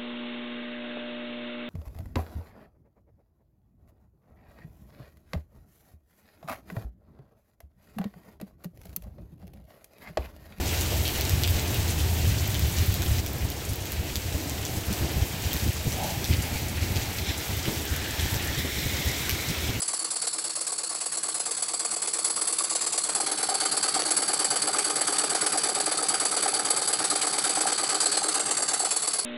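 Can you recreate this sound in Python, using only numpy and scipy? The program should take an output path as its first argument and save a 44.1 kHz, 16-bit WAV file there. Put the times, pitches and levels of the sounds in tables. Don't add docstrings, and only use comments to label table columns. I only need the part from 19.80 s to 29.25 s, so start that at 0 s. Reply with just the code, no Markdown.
import sys
import numpy as np
from scipy import signal
from scipy.fft import rfft, irfft
from scipy.io import wavfile
from scipy.ndimage import uniform_filter1d

SR = 44100
rng = np.random.default_rng(int(sys.argv[2]) if len(sys.argv) > 2 else 0)


def to_linear_factor(level_db):
    exponent = np.asarray(level_db, float) / 20
    return 10 ** exponent


def store_wav(level_fs):
    pcm = np.round(np.clip(np.atleast_2d(level_fs), -1, 1) * 32767)
    wavfile.write(sys.argv[1], SR, pcm.T.astype(np.int16))


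N = 416731
TIME = np.arange(N) / SR


def evened(x):
    return x / np.sqrt(np.mean(x ** 2) + 1e-20)


def read(points, hz):
    f, value = np.transpose(points)
    return np.interp(np.log(hz + 1), np.log(f + 1), value)


def columns(rows, t):
    s, *values = np.transpose(rows)
    return [np.interp(t, s, v) for v in values]


def filtered(x, order, hz, kind):
    return signal.sosfilt(signal.butter(order, hz, kind, fs=SR, output="sos"), x)


def wander(ms):
    size = max(int(ms * SR / 1000), 2)
    smooth = uniform_filter1d(rng.standard_normal(N), size)
    return evened(uniform_filter1d(smooth, size))


def noise(shape, patchy_db):
    hz = np.fft.rfftfreq(1024, 1 / SR)[:, None]
    t = np.arange(N // 256 + 5) * 256 / SR
    re, im, patches = rng.standard_normal((len(t), len(hz), 3)).T
    patches = uniform_filter1d(patches, size=9, axis=0)
    patches = evened(uniform_filter1d(patches, size=5, axis=1))
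    gain = shape(hz, t) * to_linear_factor(patchy_db * patches)
    z = (re + 1j * im) * gain / np.sqrt(np.mean(gain ** 2, 0))
    return evened(signal.istft(z, nperseg=1024, noverlap=768)[1][:N])


def ring(hz, t60, t):
    return to_linear_factor(-60 * t / t60) * np.sin(2 * np.pi * hz * t)


# (time [s], nearness [0-1], jet level [dB], facing the port [dB])
CAMERA_PLACE = [(0, 0.1, -26, -6), (.9, 0.03, -28, -6.5), (2.1, 0.3, -27, -7.5), (2.6, 0.39, -23, -4),
                (3.2, 0.49, -25.5, -9), (3.5, 0.75, -25, -4), (4.2, 0.88, -23, -4.5), (5.7, 1, -25, -6.5),
                (7, 0.94, -24, -5.5), (8, 0.97, -25.5, -8.5), (8.75, .88, -26, -10), (9.1, .6, -24.5, -7.5),
                (9.45, 0.41, -22.5, -2)]


def place(t):
    return columns(CAMERA_PLACE, t)


def with_nearness(far_db, rise_db):
    return far_db + rise_db * place(TIME)[0]


# (time [s], wall [ms], boiler [ms], counter [ms])
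ECHO_PATHS = [(0, 2.44, 1.135, .655), (.6, 2.45, 1.14, .73), (1.5, 2.385, 1.142, .72),
              (1.8, 2.4, 1.152, .876), (2.5, 2.29, 1.14, .885), (3, 2.13, 1.15, .795),
              (3.4, 2.06, 1.2, .915), (3.7, 2, 1.328, .93), (4.1, 1.85, 1.324, .89),
              (4.5, 1.684, 1.308, .882), (6.2, 1.654, 1.288, .866), (8.35, 1.647, 1.285, .858),
              (8.6, 1.87, 1.058, 1.055), (8.95, 2.016, 1.096, 1.088), (9.15, 2.024, 1.116, .892),
              (9.45, 2.06, 1.08, .892)]
ECHO_SHARES = (.24, .17, .17)


def comb(hz, t):
    mirror = 1.5 * np.clip((hz - 1000) / 4000, 0, 1)
    paths = zip(columns(ECHO_PATHS, t), ECHO_SHARES)
    echoes = sum(share * np.exp(-2j * np.pi * hz * ms / 1000) for ms, share in paths)
    return abs(1 + mirror * echoes)


# (time [s], lag [ms])
CRANK_LAG = [(0, 0.6), (1, -1.3), (2.5, -3), (3.7, -1.5), (5.3, 0.47), (6.5, 0.52), (9.45, 1.1)]


def openings():
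    first_s, turn_s, in_stroke_s, play_ms = .0206, .112845, .0589, .5
    stroke = np.arange(-1, 2 * int(N / SR / turn_s) + 3)
    even = first_s + stroke // 2 * turn_s + stroke % 2 * in_stroke_s
    late_ms = columns(CRANK_LAG, even)[0] + play_ms * rng.standard_normal(len(even))
    return even + late_ms / 1000


# (time after opening [ms], out-stroke [dB], in-stroke [dB])
BLAST_CURVE = [(-6.5, -35, -30), (-4, 1, -9.5), (1.5, 8, 3.5), (13, 7.5, 3.5), (16, 3, -1), (44, -20, -14),
               (39, -45, -12), (47, -16, -58)]
# (time before next opening [ms], level [dB])
SIGH_CURVE = [(0, -42), (5, -17.5), (9, -14), (13, 5), (18, 3.5), (26, -0.5), (40, -3), (70, -5)]
# (blast [dB], sigh [dB])
STROKE_LEVELS = [
    (0.1, -4.5),
    (4.5, -3),
]
# (time [s], extra blast [dB])
CHUFF_ACCENTS = [(.471, 2), (.868, 1.5), (1.093, -2), (1.823, 1.5), (2.161, -3), (2.445, 2.5), (3.178, 1.5),
                 (3.35, 2), (3.575, -2), (4.192, -3.5), (4.307, 2.5), (4.366, 1.5), (4.931, -1.5),
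                 (4.985, 2), (5.383, 2), (6.288, 2), (6.454, 1.5), (6.566, 1.5), (6.792, -2.5), (6.904, 2),
                 (7.414, 1.5), (7.528, -2), (7.921, -2), (8.206, 2.5), (8.432, -2)]


def valve(opens):
    stroke = np.searchsorted(opens - .0025, TIME) - 1
    since_ms = 1000 * (TIME - opens[stroke])
    until_ms = 1000 * (opens[stroke + 1] - TIME)
    out_db, in_db = columns(BLAST_CURVE, since_ms)
    scatter_db = [.7, 1.4]
    uneven = rng.standard_normal((len(opens), 2)) * scatter_db
    at, extra_db = np.transpose(CHUFF_ACCENTS)
    uneven[abs(opens[:, None] - at).argmin(axis=0), 0] = extra_db
    blast_db, sigh_db = (np.array(STROKE_LEVELS)[1 - stroke % 2] + uneven[stroke]).T
    blast = to_linear_factor(blast_db + np.where(stroke % 2, out_db, in_db))
    pop_per_db, pop_ms = .2, 2.0
    wetness = np.maximum(uneven[stroke, 0], 0)
    blast *= 1 + pop_per_db * wetness * np.exp(-((since_ms - 1.5) / pop_ms) ** 2)
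    sigh = to_linear_factor(sigh_db + columns(SIGH_CURVE, until_ms)[0]) * np.clip(since_ms / 14, 0, 1)
    return to_linear_factor(place(TIME)[1]) * np.sqrt(blast ** 2 + sigh ** 2)


# (time [s], hiss [Hz], pipe [Hz], pipe level [dB])
JET_RIDGES = [(0, 7640, 4720, -1), (.6, 7600, 4640, 1.5), (1.3, 7630, 4620, -0.8), (2, 7630, 4650, -.6),
              (2.75, 7800, 4700, -3.5), (2.95, 7400, 4460, -1.1), (3.55, 7950, 4550, -1.7),
              (3.75, 7700, 4510, 1.4), (4.6, 7810, 4600, -0.6), (7.7, 7790, 4500, -0.7),
              (8.35, 7730, 4520, 4.5), (8.65, 7850, 4500, -3), (8.85, 7500, 4530, 0),
              (9.4, 7700, 4540, -1.5)]
# (frequency [Hz], level [dB])
HISS_SPECTRUM = [(5000, -25.5), (6500, -18), (7300, -16), (7700, -7), (8050, -5), (8500, -4.5), (9200, -13),
                 (9700, -9), (10200, -0.5), (10800, 2), (11500, 2.5)]
# (frequency [Hz], level [dB])
WHOOSH_SPECTRUM = [(500, -14), (900, -2.5), (1300, 5), (1800, -2.5), (2500, -3.5), (3700, -3.5), (5300, -6),
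                   (6400, -3), (9000, -32), (11500, -9)]


def exhaust(opens):
    flow = valve(opens) * to_linear_factor(0.5 * wander(0.98) + 0.62 * wander(6.0))
    pulse = flow / uniform_filter1d(flow, SR // 4)

    def hiss_shape(hz, t):
        slide = 1 + (8000 / columns(JET_RIDGES, t)[0] - 1) * np.clip((9800 - hz) / 1000, 0, 1)
        facing_db = place(t)[2] * np.clip((hz - 9200) / 700, 0, 1)
        return to_linear_factor(read(HISS_SPECTRUM, hz * slide) + facing_db) * comb(hz, t)

    def whoosh_shape(hz, t):
        return to_linear_factor(read(WHOOSH_SPECTRUM, hz)) * comb(hz, t)

    def pipe_shape(hz, t):
        width_hz = 480 - 110 * place(t)[0]
        return comb(hz, t) / (1 + ((hz - columns(JET_RIDGES, t)[1]) / width_hz) ** 2)

    hiss = to_linear_factor(0.5) * flow * noise(hiss_shape, patchy_db=1.5)
    whoosh_db = with_nearness(-45, 11) + 1.44 * wander(29.0)
    whoosh = to_linear_factor(whoosh_db) * pulse ** 0.6 * noise(whoosh_shape, patchy_db=2.0)
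    pipe_db = place(TIME)[1] + with_nearness(-14, 3) + columns(JET_RIDGES, TIME)[2]
    pipe = to_linear_factor(pipe_db) * pulse ** 0.68 * noise(pipe_shape, patchy_db=2.5)
    return hiss + whoosh + pipe


# (time [s], peak [dB], pitch [Hz])
WATER_SPITS = [(2.576, -20.5, 1160), (2.807, -20, 1160), (3.4, -19.5, 790), (3.635, -15.5, 775),
               (3.688, -15.5, 773), (3.721, -19, 785), (3.755, -19, 815), (4.165, -14, 760),
               (4.726, -23, 780), (4.891, -15.5, 794), (4.946, -15, 1254), (5.547, -20, 746),
               (5.758, -14.5, 756), (5.975, -18, 780), (6.187, -19, 1276), (6.526, -16, 1290),
               (6.66, -16, 780), (6.73, -15, 785), (7.203, -19, 1290), (7.314, -19, 1250),
               (7.772, -13.5, 794), (7.855, -11.5, 787), (7.875, -11, 773), (7.994, -18, 1210),
               (8.167, -20, 750), (8.418, -16, 800), (8.457, -16.5, 780), (9.002, -18, 775),
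               (9.036, -14.5, 746), (9.07, -16.5, 777)]


def spits():
    out, t = np.zeros(N + 2000), np.arange(2000) / SR
    bursts = rng.standard_normal((len(WATER_SPITS), 130))
    for (s, db, hz), burst in zip(WATER_SPITS, bursts):
        at = round(s * SR)
        tone = ring(hz, .035, t)
        rough = signal.oaconvolve(tone + .4 * ring(1.58 * hz, .025, t), burst)[:len(t)] / np.sqrt(130 / 2)
        soft_onset = 1 - np.exp(-t / .0012)
        out[at:at + len(t)] += to_linear_factor(db - 2.5) * (tone * soft_onset + .2 * rough)
    return out[:N]


def blows(turns, ms, scatter_ms):
    late, size = rng.standard_normal((len(turns), 2)).T
    at = ((turns + (ms + scatter_ms * late) / 1000) * SR).astype(int)
    train = np.zeros(N)
    train[at[at < N]] = to_linear_factor(1.8 * size)[at < N]
    return train


# (time after out-stroke blast [ms], base [dB], frame [dB], scatter [ms])
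TURN_KNOCKS = [
    (2.444, -22, 9, 0.924),
    (25.54, 17.5, -17.5, 1.31),
    (50.4, 17.5, -10, 0.16),
    (76.9, -17, 2.5, 0.79),
    (87.7, -4, -4.5, 0.94),
    (98, -17, -6, 2.4),
]


def knocks(turns):
    shake, knock = np.zeros(N), np.zeros(N)
    for ms, base_db, frame_db, scatter_ms in TURN_KNOCKS:
        train = blows(turns, ms, scatter_ms)
        shake += to_linear_factor(base_db) * train
        knock += to_linear_factor(frame_db) * train
    return shake, knock


# (time after out-stroke blast [ms], level [dB])
RATTLE_CURVE = [(0, 0), (12, 0), (28, 5.5), (33, -7.5), (60, 2.5), (72, 8), (90, 5), (113, 1)]


def rattle(turns):
    edges = np.r_[turns[0] - .113, turns, turns[-1] + .113]
    angle = np.interp(TIME, edges, np.arange(len(edges))) % 1
    ticks = (rng.random(N) < 900 / SR) * rng.choice([-1., 1.], N)
    ticks = ticks * to_linear_factor(3. * np.minimum(rng.exponential(1, N), 5))
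    return to_linear_factor(-18) * ticks * to_linear_factor(columns(RATTLE_CURVE, 113 * angle)[0])


# (frequency [Hz], t60 [s], far level [dB], close level [dB])
FRAME_MODES = [(303.7, 0.075, 1.5, 1.5), (315.5, 0.039, 10.5, -9), (340.3, 0.073, 3.5, -10),
               (365.7, 0.068, -17, -1), (408, 0.095, -6, -1), (465, 0.096, -4.5, -3.5),
               (561, 0.031, 1.5, 4), (735, 0.019, 7.5, 11.5), (775, 0.059, -51, 8.5), (851, 0.055, -8.5, 1),
               (1136, 0.035, 5.5, 2), (1240, 0.051, -10, 2.5), (1568, 0.013, -18, 7),
               (2139, 0.033, -2.5, -3)]
# (time [s], share [0-1])
BEHIND_BOILER = [(3.27, 0), (3.35, 1), (9.1, 1), (9.25, .2)]


def frame(turns, knock, loose):
    close = np.clip(columns(BEHIND_BOILER, TIME)[0], 0, 1)
    t = np.arange(6000) / SR
    out = np.zeros(N)
    for k, (hz, t60, far_db, near_db) in enumerate(FRAME_MODES):
        struck = signal.oaconvolve(knock, ring(hz, .45 * t60, t))
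        rattled = signal.oaconvolve(loose, ring(hz, t60, t))
        out += (-1) ** k * to_linear_factor(far_db + close * (near_db - far_db)) * (struck + rattled)[:N]
    slap = (ring(720, .022, t) - .7 * ring(480, .025, t)) * (1 - np.exp(-t / .001))
    out += to_linear_factor(17.) * signal.oaconvolve(blows(turns, 1.55, 0.39), slap)[:N]
    out = filtered(out, 6, 265, "high")
    return out / np.sqrt(uniform_filter1d(out ** 2, SR // 2))


# (frequency [Hz], t60 [s], level [dB])
BASE_MODES = [(98, .3, -13), (124, .3, -7.5), (141.8, .35, -4), (212.6, .25, -1)]


def base(shake):
    t = np.arange(6000) / SR
    modes = sum((-1) ** k * to_linear_factor(db) * ring(hz, t60, t) for k, (hz, t60, db) in enumerate(BASE_MODES))
    return evened(filtered(signal.oaconvolve(shake, modes)[:N], 4, [92, 240], "band"))


def clatter(turns):
    shake, knock = knocks(turns)
    metal = frame(turns, knock, rattle(turns))
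    return to_linear_factor(with_nearness(-45, 12)) * (to_linear_factor(-1.5) * metal + to_linear_factor(-20) * base(shake))


def snap():
    at_s, peak_db, width_s = 4.2213, -9.5, .00005
    u = (TIME - at_s) / width_s
    fizz = 0.55 * rng.standard_normal(N) * (u > 0) * np.exp(-abs(u) / 16)
    return to_linear_factor(peak_db) * (fizz - 1.3 * u * np.exp(-u ** 2 / 2))


# (frequency [Hz], t60 [s])
KITCHEN_DECAY = [(200, 0.72), (1000, 0.099), (4000, 1), (11000, 0.48)]


def kitchen(x):
    burst = np.r_[np.zeros(250), rng.standard_normal(SR // 2)]
    hz, t, z = signal.stft(burst, SR, nperseg=256)
    decay = to_linear_factor(-60 * t / read(KITCHEN_DECAY, hz)[:, None])
    tail = signal.istft(z * decay, SR, nperseg=256)[1]
    return signal.fftconvolve(x, tail / np.linalg.norm(tail))[:N]


# (frequency [Hz], level [dB])
FLOOR_SPECTRUM = [(25, 8), (60, -7), (130, -4), (220, -4), (500, -25), (11000, -45)]


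def house_floor():
    return to_linear_factor(with_nearness(-64, 7.1)) * noise(lambda hz, t: to_linear_factor(read(FLOOR_SPECTRUM, hz)), 0)


def scene():
    opens = openings()
    steam = filtered(exhaust(opens) + spits(), 4, 300, "high")
    engine = steam + clatter(opens[1::2]) + snap()
    return (engine + to_linear_factor(-11.5) * kitchen(engine) + house_floor())[None]


def roll_off(x):
    return signal.sosfilt(signal.butter(12, 12380, fs=SR, output="sos"), x)


def record(dry):
    x = filtered(dry, 2, 110, "high")
    hz = np.fft.rfftfreq(N, 1 / SR)
    skirt_db = np.interp(hz, [10960, 11020, 11800], [0, -33, -74])
    mix = irfft(rfft(x) * to_linear_factor(skirt_db), N)
    return roll_off(mix)


dry = scene()
out = record(dry)
store_wav(out)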